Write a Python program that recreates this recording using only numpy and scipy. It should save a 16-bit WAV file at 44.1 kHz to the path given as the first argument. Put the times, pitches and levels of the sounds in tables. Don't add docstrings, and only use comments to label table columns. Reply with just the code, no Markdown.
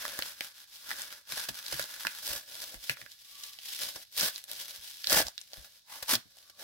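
import sys
import numpy as np
from scipy import signal
from scipy.fft import rfft, irfft, next_fast_len
from scipy.io import wavfile

SR = 44100
rng = np.random.default_rng(int(sys.argv[2]) if len(sys.argv) > 2 else 0)


def transcribe(u):
    v = np.clip(np.atleast_2d(u).T, -1, 1)
    q = np.round(v * 32767).astype(np.int16)
    wavfile.write(sys.argv[1], SR, q)


N = 292383
TIME_S = np.arange(N) / SR

# (frequency [Hz], relative level per hertz [dB])
FILM = [(1200, -18), (2200, -3), (3100, 1), (4800, 0.5), (6500, -2), (9300, -2.5), (12500, -1),
        (16000, -2.5)]
# (frequency [Hz], relative level per hertz [dB])
SHEET = [(500, -20.5), (900, -5.5), (1250, -6), (1550, 2), (2000, -2), (2600, -1.5), (4000, -10)]
# (frequency [Hz], relative level per hertz [dB])
BODY = [(40, -12), (125, -10), (200, -8), (280, -10.5), (370, -8), (490, -4), (590, 2.5), (720, -1),
        (950, -9), (1500, -13.5)]


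def undb(db):
    return 10 ** (np.asarray(db) / 20)


def unit(x):
    return x / np.sqrt(np.mean(x ** 2))


def convolve(x, response):
    return signal.oaconvolve(x, np.atleast_2d(response), axes=-1)[:, :x.shape[-1]]


def colour(x, points, size=2048):
    points_hz, points_db = np.transpose(points)
    bins_hz = np.maximum(np.arange(size // 2 + 1) * SR / size, 1)
    gain = undb(np.interp(np.log(bins_hz), np.log(points_hz), points_db))
    cepstrum = irfft(np.log(gain))
    cepstrum[1:size // 2] *= 2
    cepstrum[size // 2 + 1:] = 0
    return convolve(x, irfft(np.exp(rfft(cepstrum))))


def add(out, start_s, sound):
    i = int(np.clip(start_s * SR, 0, N - 1))
    out[:, i:i + sound.shape[1]] += sound[:, :N - i]


def air(size, alike_hz=1900):
    hz = np.arange(size // 2 + 1) * SR / size
    mid, side = rfft(rng.standard_normal((2, size)))
    apart = hz ** 2 / (hz ** 2 + alike_hz ** 2)
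    port_sign = np.array([[1], [-1]])
    return irfft((mid + port_sign * apart * side) / np.sqrt(1 + apart ** 2))


def room_tone(level_db=-67.5):
    # (frequency [Hz], relative level per hertz [dB])
    tone_spectrum = [(18, -36), (30, -1.5), (107, 2), (774, -27), (2430, -17.5), (2700, -22.5), (3780, 2.5),
                     (7430, -8), (15000, -22.5)]
    return undb(level_db) * unit(colour(rng.standard_normal((2, N)), tone_spectrum))


def flick(decay_s, size=512):
    burst = air(size) * np.exp(-np.arange(size) / SR / decay_s)
    return burst / np.sqrt(np.sum(burst ** 2, axis=1, keepdims=True))


def crackle(per_s, spread_db, decay_s, rub_db, facets=3):
    clicks = 0
    fires = slice(int(per_s * N / SR / facets))
    for _ in range(facets):
        when, strength, side = rng.random((3, N // 12))
        size_db = spread_db * np.minimum(-np.log(1 - strength), 5)
        sizes = np.sign(side - .5) * undb(size_db)
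        impulses = np.bincount((when[fires] * N).astype(int), sizes[fires], N)
        clicks = clicks + convolve(impulses[None], flick(decay_s))
    hiss = air(2 * next_fast_len(N // 2 + 1, True))[:, :N]
    return unit(unit(clicks) + undb(rub_db) * unit(hiss))


def catch(per_s, depth_db):
    knots_s = np.cumsum(rng.exponential(1 / per_s, N // 100))
    depths = np.clip(rng.standard_normal(len(knots_s)), -2, 2)
    return unit(undb(depth_db * np.interp(TIME_S, knots_s, depths)))


def effort(peak_s, db, swell_s, fade_s, hold_s=0, drop_db=9, curve=1.67):
    before = (peak_s - TIME_S) / max(swell_s, .005)
    after = (TIME_S - peak_s - hold_s) / max(fade_s, .005)
    away = np.clip(np.maximum(before, after), 0, 10)
    return undb(db - drop_db * away ** curve)


def rustle(drive, film_power, sheet_power, body_power):
    film = np.sqrt(film_power) * unit(colour(drive, FILM))
    sheet = np.sqrt(sheet_power) * unit(colour(drive, SHEET))
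    body = np.sqrt(body_power) * unit(colour(drive, BODY))
    return film + sheet + body


def grips(moves, drive, film_db, sheet_db, body_db, sheet_share):
    film = sheet = body = 0
    for s, db, swell_s, fade_s, hollow_db in moves:
        force = effort(s, db, swell_s, fade_s)
        film = film + (force * undb(film_db)) ** 2
        sheet = sheet + (force * undb(sheet_db + sheet_share * hollow_db)) ** 2
        body = body + (force * undb(body_db + hollow_db)) ** 2
    return rustle(drive, film, sheet, body)


def mailer_grips(drive):
    # (time of most force [s], relative level [dB], swell [s], fade [s], relative hollow level [dB])
    mailer_moves = [(.03, -48.5, 0.051, 0.18, -3), (.19, -50.5, 0.048, 0.094, -7.5),
                    (.28, -45.5, 0.036, 0.052, -17.5), (.44, -50.5, 0.08, 0.061, -17.5),
                    (.6, -60, 0.067, 0.1, -22), (.745, -52, 0.05, 0.12, -44),
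                    (.9, -47, 0.054, 0.067, -12.5), (1.015, -45.5, 0.045, 0.033, -10),
                    (1.13, -52.5, 0.11, .065, -10.5), (1.32, -45.5, 0.033, 0.014, -10.5),
                    (1.385, -43.5, 0.065, 0.11, -16.5), (1.57, -48.5, 0.038, 0.09, -19.5),
                    (1.68, -47.5, 0.04, 0.062, -19), (1.79, -41, 0.082, 0.062, -20.5),
                    (1.94, -51, 0.17, 0.035, -18), (2.05, -47.5, 0.15, 0.15, -17),
                    (2.19, -49.5, 0.035, .08, -31)]
    return grips(mailer_moves, drive, film_db=3.5, sheet_db=4.5, body_db=0, sheet_share=0.41)


def snap_wave(spread_s, scatter_db, size=512):
    hz = np.arange(size // 2 + 1) * SR / size
    port_stretch = np.array([[1], [1.06]])
    delay_s = 0.000697 + spread_s * port_stretch * np.sqrt(1000 / (hz + 300))
    sweep = irfft(np.exp(-2j * np.pi * np.cumsum(delay_s, axis=1) * SR / size))
    scatter = np.roll(flick(decay_s=0.0017), int(.001 * SR), axis=1)
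    return sweep + undb(scatter_db) * scatter


def snaps(quality=1.15, film_db=-7, edge_db=-11, thud_db=7, gain_db=-14, pad=256):
    # (time [s], relative level [dB], ring frequency [Hz], relative body level [dB])
    creases = [(0.051, -24, 1480, -13), (0.189, -20, 1320, 3), (0.222, -21, 2960, -22),
               (.407, -20.5, 2500, -14.5), (.905, -26, 1595, -15), (.913, -22.5, 1590, -30),
               (.965, -36.5, 6050, -30), (1.018, -25.5, 9000, -40), (1.104, -38, 2180, -27),
               (1.398, -30, 9200, -42), (1.663, -29.5, 4720, -43), (1.681, -35, 4900, -36),
               (1.794, -21, 1660, -6.5), (1.84, -30, 3770, -1), (2.049, -24.5, 1350, -37),
               (2.068, -15.5, 2170, -21), (2.742, -30.5, 1570, 0.5), (2.895, -14, 2280, -24.5),
               (2.969, -38, 1890, -30), (3.014, -33, 2250, -16), (3.061, -38, 1900, -17),
               (3.117, -39.5, 5400, -29), (3.435, -29.5, 6100, -56), (3.587, -35, 2970, -18),
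               (3.73, -32.5, 7000, -47), (4.209, -17.5, 5270, -37), (4.359, -28.5, 4830, -26),
               (4.439, -32, 10800, -47), (4.514, -24.5, 11800, -38), (5.042, -24.5, 3520, -50),
               (5.07, -17, 4160, -25), (5.097, -18.5, 6100, -36), (5.119, -19, 1700, -21),
               (5.201, -18, 630, 4), (5.215, -21, 5000, 2), (5.267, -28.5, 5570, -8),
               (5.282, -26.5, 5500, -9), (5.378, -27, 4200, -37), (5.413, -32.5, 6500, -63),
               (5.532, -32, 4450, -10), (6.152, -17, 4670, -29.5), (6.369, -46, 9200, -8)]
    # (frequency [Hz], relative level per hertz [dB])
    edge_spectrum = [(1500, -7), (4000, 15.5), (7000, -1.5), (12500, -13.5), (16000, 1.5)]
    edge_db_per_octave, edge_from_hz = 1.5, 4200
    out = np.zeros((2, N))
    for s, db, hz, body_db in creases:
        burst = np.hstack([snap_wave(spread_s=0.00127, scatter_db=3.5), np.zeros((2, pad))])
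        b, a = signal.iirpeak(min(hz, SR / 3), max(quality, 1), fs=SR)
        ring = unit(signal.lfilter(b, a, signal.lfilter(b, a, burst)))
        shiver = undb(film_db) * unit(colour(burst, FILM))
        crisp_db = edge_db + edge_db_per_octave * np.log2(hz / edge_from_hz)
        edge = undb(crisp_db) * unit(colour(burst, edge_spectrum))
        knock = undb(body_db + thud_db) * unit(colour(burst, BODY))
        add(out, s, undb(db + gain_db) * unit(ring + shiver + edge + knock))
    return out


def bumps(gain_db=3.0, rough=0.94, rise_s=0.0035, t60_s=0.11, size=12000):
    # (time [s], relative peak level [dB], pitch [Hz])
    jogs = [(0.914, -53, 220), (1.324, -50, 155), (1.491, -43.5, 123), (1.728, -42, 133),
            (1.794, -48.5, 136), (2.048, -46, 200), (2.299, -48, 70), (2.345, -54, 58), (2.752, -47, 50),
            (2.896, -40.5, 125), (3.018, -52, 121), (4.225, -37.5, 160), (4.784, -58, 78),
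            (5.198, -39.5, 119), (5.244, -47, 62), (5.575, -47.5, 58), (6.127, -33, 238),
            (6.153, -41.5, 115), (6.251, -58, 100)]
    out = np.zeros((2, N))
    t = np.arange(size) / SR
    envelope = (1 - np.exp(-t / rise_s)) * np.exp(-np.log(1000) * t / t60_s)
    for s, db, hz in jogs:
        band = signal.butter(2, [hz / 2, 2 * hz], "band", fs=SR, output="sos")
        flutter = unit(signal.sosfilt(band, rng.standard_normal((2, size))))
        swing = (np.sin(2 * np.pi * hz * t) + rough * flutter) * envelope
        add(out, s, undb(db + gain_db) * swing / np.abs(swing).max())
    return out


def scuffs(drive, gain_db=-9, sheet_db=-4, hollow_db=8, rise_s=0.0028, size=4096):
    # (start [s], relative level [dB], relative body level [dB])
    puffs = [(1.322, -36.5, -12), (1.37, -35, -2.5), (1.486, -23, -13.5), (1.723, -26.5, -7.5),
             (3.959, -52.5, 10.5), (6.025, -28.5, -14), (6.111, -21.5, -18), (6.134, -13.5, -23),
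             (6.497, -45, -18)]
    out = np.zeros((2, N))
    for s, db, body_db in puffs:
        span = slice(int(s * SR) + 1, int(s * SR) + size)
        film = unit(colour(drive[:, span], FILM))
        sheet = undb(sheet_db) * unit(colour(drive[:, span], SHEET))
        body = undb(body_db + hollow_db) * unit(colour(drive[:, span], BODY))
        age = (TIME_S[span] - s) / rise_s
        envelope = age * np.exp(1 - age)
        add(out, s, undb(db + gain_db) * envelope * (film + sheet + body))
    return out


def rips(drive, film_db=2, sheet_db=2, body_db=2, sheet_share=0.68, load_s=0.027):
    # (full speed at [s], relative level [dB], swell [s], fade [s], relative hollow level [dB], hold [s])
    pulls = [(2.279, -37, 0.051, 0.072, -10.5, 0.028), (4.203, -32.5, 0.043, 0.031, -11.5, 0.056),
             (5.111, -33.5, .035, 0.023, 2.5, 0.087), (6.12, -33.5, 0.037, 0.0054, -5.5, 0.035)]
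    film = sheet = body = 0
    for s, db, swell_s, fade_s, hollow_db, hold_s in pulls:
        tear = effort(s, db, swell_s, fade_s, hold_s)
        load = effort(s + load_s, db, swell_s, fade_s, hold_s - load_s)
        film = film + (tear * undb(film_db)) ** 2
        sheet = sheet + (load * undb(sheet_db + sheet_share * hollow_db)) ** 2
        body = body + (load * undb(body_db + hollow_db)) ** 2
    return rustle(drive, film, sheet, body)


def wrap_grips(drive):
    # (time of most force [s], relative level [dB], swell [s], fade [s], relative hollow level [dB])
    wrap_moves = [(2.61, -48, 0.13, 0.13, -7.5), (2.735, -56.5, 0.023, 0.033, 6.5),
                  (2.875, -47.5, 0.071, 0.043, -27), (2.92, -47, .025, 0.02, -8),
                  (3.01, -57, 0.047, 0.055, -2.5), (3.11, -56.5, 0.03, 0.051, -32),
                  (3.245, -57.5, 0.079, 0.053, -56), (3.44, -50.5, 0.15, 0.15, -31),
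                  (3.7, -44, 0.067, 0.2, -51), (3.83, -40.5, 0.031, 0.079, -10),
                  (3.965, -57.5, 0.024, 0.042, 5.5), (4.03, -52.5, .04, 0.01, -22),
                  (4.37, -49, 0.14, 0.053, -24), (4.52, -50.5, 0.045, 0.039, -6),
                  (4.61, -45.5, 0.058, 0.059, -16), (4.71, -50, 0.043, 0.095, -13.5),
                  (4.85, -46, 0.029, 0.079, -46), (5.06, -48.5, 0.13, .03, -39.5),
                  (5.27, -50.5, 0.021, 0.028, -2), (5.39, -60.5, 0.087, 0.16, -39),
                  (5.56, -56.5, 0.042, 0.032, -2), (5.66, -58.5, 0.12, 0.024, -5.5),
                  (5.77, -62.5, 0.11, 0.046, -14), (5.98, -53, 0.071, .03, -6),
                  (6.4, -64, 0.14, 0.13, -7.5), (6.62, -57, 0.039, 0.046, 5)]
    return grips(wrap_moves, drive, film_db=5, sheet_db=-2.5, body_db=-1.5, sheet_share=0.59)


def faint_ring(ring_hz=1156, width_hz=97):
    # (loudest at [s], level [dB], swell [s], fade [s])
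    swells = [(3.42, -67.5, 0.11, 0.16), (6.5, -76, 0.093, .14)]
    b, a = signal.iirpeak(ring_hz, ring_hz / width_hz, fs=SR)
    band = signal.lfilter(b, a, signal.lfilter(b, a, rng.standard_normal(N)))
    return unit(band) * sum(effort(*swell) for swell in swells)


def slide(drive, gain_db=-1):
    # (time of most force [s], relative level [dB], swell [s], fade [s])
    strokes = [(5.934, -42.5, 0.039, 0.037), (6.025, -45, 0.028, 0.021), (6.099, -29, 0.012, 0.041)]
    drag = sum(effort(*stroke) for stroke in strokes)
    rasp = colour(drive, [(400, -21), (750, -7.5), (1000, -0.5), (1350, -9.0), (2200, -4), (5000, -8.5)])
    return undb(gain_db) * drag * unit(rasp)


def room(x, t60_s=0.22, rise_s=0.0054, tail_db=-17, size=14000):
    # (delay [s], level [dB])
    shelf_echoes = [(.0033, -13.5), (.0062, -19.5), (.0084, -24), (0.0103, -15)]
    t = np.arange(size) / SR
    envelope = np.exp(-np.log(1000) * t / t60_s) * (1 - np.exp(-t / rise_s))
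    tail = rng.standard_normal((2, size)) * envelope
    tail = colour(tail, [(200, -11.5), (1500, 4), (5000, -3.0), (14000, -5.0)])
    response = undb(tail_db) * unit(tail) / np.sqrt(size)
    for delay_s, db in shelf_echoes:
        echo = flick(decay_s=0.00072)
        i = int(delay_s * SR)
        response[:, i:i + echo.shape[1]] += undb(db) * echo
    return x + convolve(x, response)


def scene():
    handling = crackle(per_s=1000, spread_db=4.0, decay_s=0.00047, rub_db=3)
    handling = handling * catch(per_s=150, depth_db=2.5)
    tearing = crackle(per_s=3000, spread_db=2.5, decay_s=0.00029, rub_db=2.0)
    tearing = tearing * catch(per_s=350, depth_db=4.0)
    hands = mailer_grips(handling) + wrap_grips(handling) + rips(tearing)
    packet = hands + slide(tearing) + snaps() + scuffs(handling) + bumps()
    return room(packet) + faint_ring() + room_tone()


def record(dry, lag_samples=2, low_hz=36, top_hz=15800):
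    # (frequency [Hz], gain [dB])
    duct_response = [(60, 2.5), (130, -2.5), (400, -2), (900, 6), (1220, 2.5), (1650, 6), (2400, -4),
                     (3500, 3), (4100, 2), (5200, 6), (7400, -6), (9400, -6), (13500, -3), (15000, -24.5)]
    right = np.pad(colour(dry[1:], duct_response)[0], (lag_samples, 0))[:N]
    rumble_cut = signal.butter(2, low_hz, "high", fs=SR, output="sos")
    top_cut = signal.ellip(10, .2, 80, top_hz, fs=SR, output="sos")
    ports = signal.sosfilt(rumble_cut, [dry[0], right])
    return signal.sosfilt(top_cut, ports)


dry = scene()
out = record(dry)
transcribe(out)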